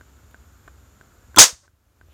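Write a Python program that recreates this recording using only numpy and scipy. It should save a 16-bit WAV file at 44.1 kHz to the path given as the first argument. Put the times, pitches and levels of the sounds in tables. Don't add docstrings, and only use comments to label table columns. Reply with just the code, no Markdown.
import sys
import numpy as np
from scipy import signal
from scipy.io import wavfile
from scipy.ndimage import uniform_filter1d

SR = 44100
rng = np.random.default_rng(int(sys.argv[2]) if len(sys.argv) > 2 else 0)


def unload_wav(signal):
    wavfile.write(
        sys.argv[1],
        SR,
        np.round(np.clip(np.atleast_2d(signal).T, -1, 1) * 32767).astype(np.int16),
    )


def makeup_ratio(level_db):
    decades = np.asarray(level_db, float) / 20
    return 10 ** decades


N = 94109

BURST_S, SHOCK_DB, SHOCK_CYCLE_S = 1.3822, 0, .001
# (frequency [Hz], level relative to the blow [dB], t60 [s])
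KNOCK_MODES = [(310, -4, .09), (1050, -4, .06), (1350, -2, .09), (3450, -2, .04)]
# (time [s], level [dB])
KNOCK_BLOWS = [(1.373, -10), (1.3822, -8)]
# (frequency [Hz], relative density [dB per Hz])
ROOM_COLOUR = [(35, -59.5), (60, -29), (279, -24), (560, -8.5), (741, -13), (1130, -8), (2790, -10),
               (6450, -1.5), (8940, -11), (10800, -19), (15600, -20)]
# (frequency [Hz], t60 [s])
ROOM_DECAY = [(100, .17), (300, .185), (1000, .185), (3000, .175), (6500, .185), (12000, .17)]
ROOM_DELAY_S, ROOM_DB, ROOM_RISE_S, JET_HOLD_S = .0023, 7, .001, .027
ECHO_S, ECHO_DB, ECHO_T60_S = 1.4395, -2, .02
WHISTLE_HZ, WHISTLE_WIDTH_HZ, WHISTLE_DB = 6400, 800, 3
WHISTLE_START_S, WHISTLE_END_S, WHISTLE_RISE_T60_S, WHISTLE_T60_S = 1.391, 1.421, .03, .07
# (frequency [Hz], relative density [dB per Hz])
LATE_COLOUR = [(200, -20), (600, -8), (1500, -8), (2600, -16), (4000, -6), (6700, 0), (9000, -10),
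               (11000, -30), (16000, -40)]
LATE_DB, LATE_T60_S, LATE_END_S, LATE_CUT_T60_S = -30, .7, 1.665, .18

# (time [s], level [dB])
LEAD_LEVEL = [(1.3612, -40), (1.362, -27), (1.366, -27), (1.371, -23.5), (1.374, -16), (1.379, -18),
              (1.383, -16.5), (1.385, -60)]
# (centre [Hz], width [Hz], relative level [dB])
LEAD_BANDS = [(310, 100, -2), (1060, 120, -2), (1350, 90, -3), (1800, 400, -14), (3450, 350, -3),
              (6200, 500, -4), (7600, 900, -14)]
LEAD_WHITE_S, LEAD_WHITE_DB, LEAD_WHITE_T60_S, LEAD_WHITE_FLOOR_DB = 1.3617, -22, .025, -39

TICK_COUNT, TICK_START_S, TICK_PERIOD_S, TICK_DB = 7, .0108, .33365, -37.5
# (frequency [Hz], level relative to the tick [dB], t60 [s])
TICK_MODES = [(400, -9, .012), (700, -10, .01), (1050, -8, .01), (1535, 1.5, .02), (3100, -20, .004),
              (7200, -15, .008)]
# (time [s], level [dB])
TICK_BOUNCES = [(.6809, -37), (.6826, -43)]

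# (time [s], level [dB], frequency [Hz], t60 [s])
CLICKS = [(.312, -40, 3000, .001), (.312, -41, 12000, .001), (.6809, -44, 1200, .03),
          (1.668, -58, 4200, .01), (1.632, -48, 570, .12), (2.085, -47, 500, .015)]
# (time [s], level [dB], frequency [Hz], t60 [s])
THUDS = [(1.528, -27, 70, .08), (1.528, -33, 150, .04), (1.735, -37, 90, .05), (.63, -51.5, 110, .06),
         (1.615, -44, 120, .08), (2.03, -46, 65, .3), (2.08, -46, 70, .3)]
# (from [s], to [s], level [dB], centre [Hz], width [Hz])
RUSTLES = [(1.625, 1.665, -53, 1000, 1200), (2.09, 2.13, -64, 2900, 1000), (.635, .71, -73, 2440, 60)]

# (centre [Hz], width [Hz], level [dB])
GAS_HISS = [(1400, 400, -68), (7050, 900, -69)]
FLAME_OUT_S, GAS_AFTER_DB = 1.4, -6
# (frequency [Hz], relative density [dB per Hz])
FLOOR_COLOUR = [(15, -45), (25, -17), (75, 1), (152, -14.5), (254, -14), (765, -23), (1310, -22),
                (1760, -28.5), (5040, -34), (7160, -31.5), (8410, -41), (13700, -35.5), (15600, -46)]
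FLOOR_DB = -54.5
# (centre [Hz], width [Hz], level [dB])
RUMBLE = [(66, 4, -57), (90, 4, -64), (50, 10, -63), (112, 8, -66)]
# (centre [Hz], width [Hz], level [dB])
WHINES = [(11850, 25, -80), (13500, 700, -76), (14200, 300, -84)]

MIC_LOW_HZ, MIC_HIGH_HZ = 35, 15000
AGC_THRESHOLD_DB, AGC_DEPTH_DB, AGC_HOLD_S, AGC_RELEASE_DB_PER_S, AGC_SMOOTH_S = -23, 12.5, .3, 34.5, .06
CLIP_LEVEL, CLIP_HARDNESS = 1.0, 6.0
SELF_NOISE_DB = -78


def rms_one(x):
    return x / np.sqrt(np.mean(x ** 2) + 1e-20)


def at_hz(points, hz):
    table_hz, values = np.transpose(points)
    return np.interp(np.log(hz), np.log(table_hz), values)


def fade(start_s, t60):
    t = np.arange(N) / SR - start_s
    return (t >= 0) * makeup_ratio(-60 * np.maximum(t, 0) / t60)


def held_fade(end_s, t60):
    return makeup_ratio(-60 * np.maximum(np.arange(N) / SR - end_s, 0) / t60)


def struck(s, db, hz, t60):
    return makeup_ratio(db) * fade(s, t60) * np.sin(2 * np.pi * hz * (np.arange(N) / SR - s))


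def narrow(hz, width_hz):
    radius = np.exp(-np.pi * width_hz / SR)
    poles = [1, -2 * radius * np.cos(2 * np.pi * hz / SR), radius ** 2]
    x = rng.standard_normal(N + SR // 2)
    for _ in range(2):
        x = signal.lfilter([1, 0, -1], poles, x)
    return rms_one(x[SR // 2:])


def narrow_sum(rows):
    return sum(makeup_ratio(db) * narrow(hz, width) for hz, width, db in rows)


def bands(colour):
    edges = 22 * 2 ** np.arange(0, 9.7, 1 / 3)
    centres = np.sqrt(edges[1:] * edges[:-1])
    white = rng.standard_normal((2, N + SR // 2))
    out = []
    for k, hz in enumerate(centres):
        sos = signal.butter(2, edges[k:k + 2], "band", fs=SR, output="sos")
        out.append(makeup_ratio(at_hz(colour, hz)) * signal.sosfilt(sos, white[k % 2])[SR // 2:])
    out = np.array(out)
    return out / np.sqrt(np.mean(out.sum(axis=0) ** 2)), centres


def coloured(colour):
    return bands(colour)[0].sum(axis=0)


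def shock():
    phase = (np.arange(N) / SR - BURST_S) / SHOCK_CYCLE_S
    pulse = -np.sin(2 * np.pi * phase) * (1 + phase) / 2
    return makeup_ratio(SHOCK_DB) * np.where((phase >= 0) & (phase < 2), pulse, 0)


def knocks():
    return sum(struck(s, level + db, hz, t60) for s, level in KNOCK_BLOWS for hz, db, t60 in KNOCK_MODES)


def room_reply():
    start = BURST_S + ROOM_DELAY_S
    noise, centres = bands(ROOM_COLOUR)
    reply = sum(band * held_fade(start + JET_HOLD_S, at_hz(ROOM_DECAY, hz)) for band, hz in zip(noise, centres))
    begun = np.arange(N) / SR - BURST_S >= ROOM_DELAY_S
    rise = 1 - fade(start, 7 * ROOM_RISE_S)
    echo = makeup_ratio(ECHO_DB) * noise.sum(axis=0) * fade(ECHO_S, ECHO_T60_S)
    return makeup_ratio(ROOM_DB) * reply * begun * rise + echo


def whistle():
    rise = 1 - held_fade(WHISTLE_START_S, WHISTLE_RISE_T60_S)
    envelope = rise * held_fade(WHISTLE_END_S, WHISTLE_T60_S)
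    return makeup_ratio(WHISTLE_DB) * narrow(WHISTLE_HZ, WHISTLE_WIDTH_HZ) * envelope


def late_hiss():
    envelope = fade(BURST_S + ROOM_DELAY_S, LATE_T60_S) * held_fade(LATE_END_S, LATE_CUT_T60_S)
    return makeup_ratio(LATE_DB) * coloured(LATE_COLOUR) * envelope


def burst():
    return shock() + knocks() + room_reply() + whistle() + late_hiss()


def lead_in():
    s, db = np.transpose(LEAD_LEVEL)
    level = makeup_ratio(np.interp(np.arange(N) / SR, s, db, left=-200, right=-200))
    sounding = level > 1e-9
    white_level = makeup_ratio(LEAD_WHITE_DB) * fade(LEAD_WHITE_S, LEAD_WHITE_T60_S) + makeup_ratio(LEAD_WHITE_FLOOR_DB)
    white = white_level * sounding * rng.standard_normal(N)
    return white + level * rms_one(narrow_sum(LEAD_BANDS))


def ticks():
    rows = [(TICK_START_S + k * TICK_PERIOD_S, TICK_DB) for k in range(TICK_COUNT)] + TICK_BOUNCES
    return sum(struck(s, level + db + rng.normal(0, 1), hz, t60)
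               for s, level in rows for hz, db, t60 in TICK_MODES)


def clicks_and_thuds():
    return sum(struck(*row) for row in CLICKS + THUDS)


def rustles():
    t = np.arange(N) / SR
    out = np.zeros(N)
    for start, end, db, hz, width in RUSTLES:
        swell = np.sin(np.pi * np.clip((t - start) / (end - start) * .8, 0, 1))
        out += makeup_ratio(db) * narrow(hz, width) * swell
    return out


def gas_jet():
    level = np.where(np.arange(N) / SR < FLAME_OUT_S, 1, makeup_ratio(GAS_AFTER_DB))
    return narrow_sum(GAS_HISS) * level


def background():
    return makeup_ratio(FLOOR_DB) * coloured(FLOOR_COLOUR) + narrow_sum(RUMBLE + WHINES)


def scene():
    near = burst() + lead_in() + ticks() + clicks_and_thuds()
    return (near + rustles() + gas_jet() + background())[None]


def gain_control(x):
    t = np.arange(N) / SR
    power = uniform_filter1d(x[0] ** 2, size=441)
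    level = 10 * np.log10(np.maximum(power, 1e-12))
    want = np.clip(level - AGC_THRESHOLD_DB, 0, AGC_DEPTH_DB)
    want = want + AGC_RELEASE_DB_PER_S * AGC_HOLD_S * (level > AGC_THRESHOLD_DB)
    released = AGC_RELEASE_DB_PER_S * t
    held = np.maximum.accumulate(want + released) - released
    r = np.exp(-1 / (AGC_SMOOTH_S * SR))
    cut_db = signal.lfilter([1 - r], [1, -r], np.clip(held, 0, AGC_DEPTH_DB))
    return x * makeup_ratio(-cut_db)


def overload(x):
    x = x / CLIP_LEVEL
    return CLIP_LEVEL * x / (1 + np.abs(x) ** CLIP_HARDNESS) ** (1 / CLIP_HARDNESS)


def band_limit(x):
    return signal.sosfilt(signal.butter(12, 15780, fs=SR, output="sos"), x)


def record(dry):
    sos = signal.butter(2, [MIC_LOW_HZ, MIC_HIGH_HZ], "band", fs=SR, output="sos")
    x = overload(gain_control(signal.sosfilt(sos, dry)))
    mix = x + makeup_ratio(SELF_NOISE_DB) * rng.standard_normal(x.shape)
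    return band_limit(mix)


dry = scene()
out = record(dry)
unload_wav(out)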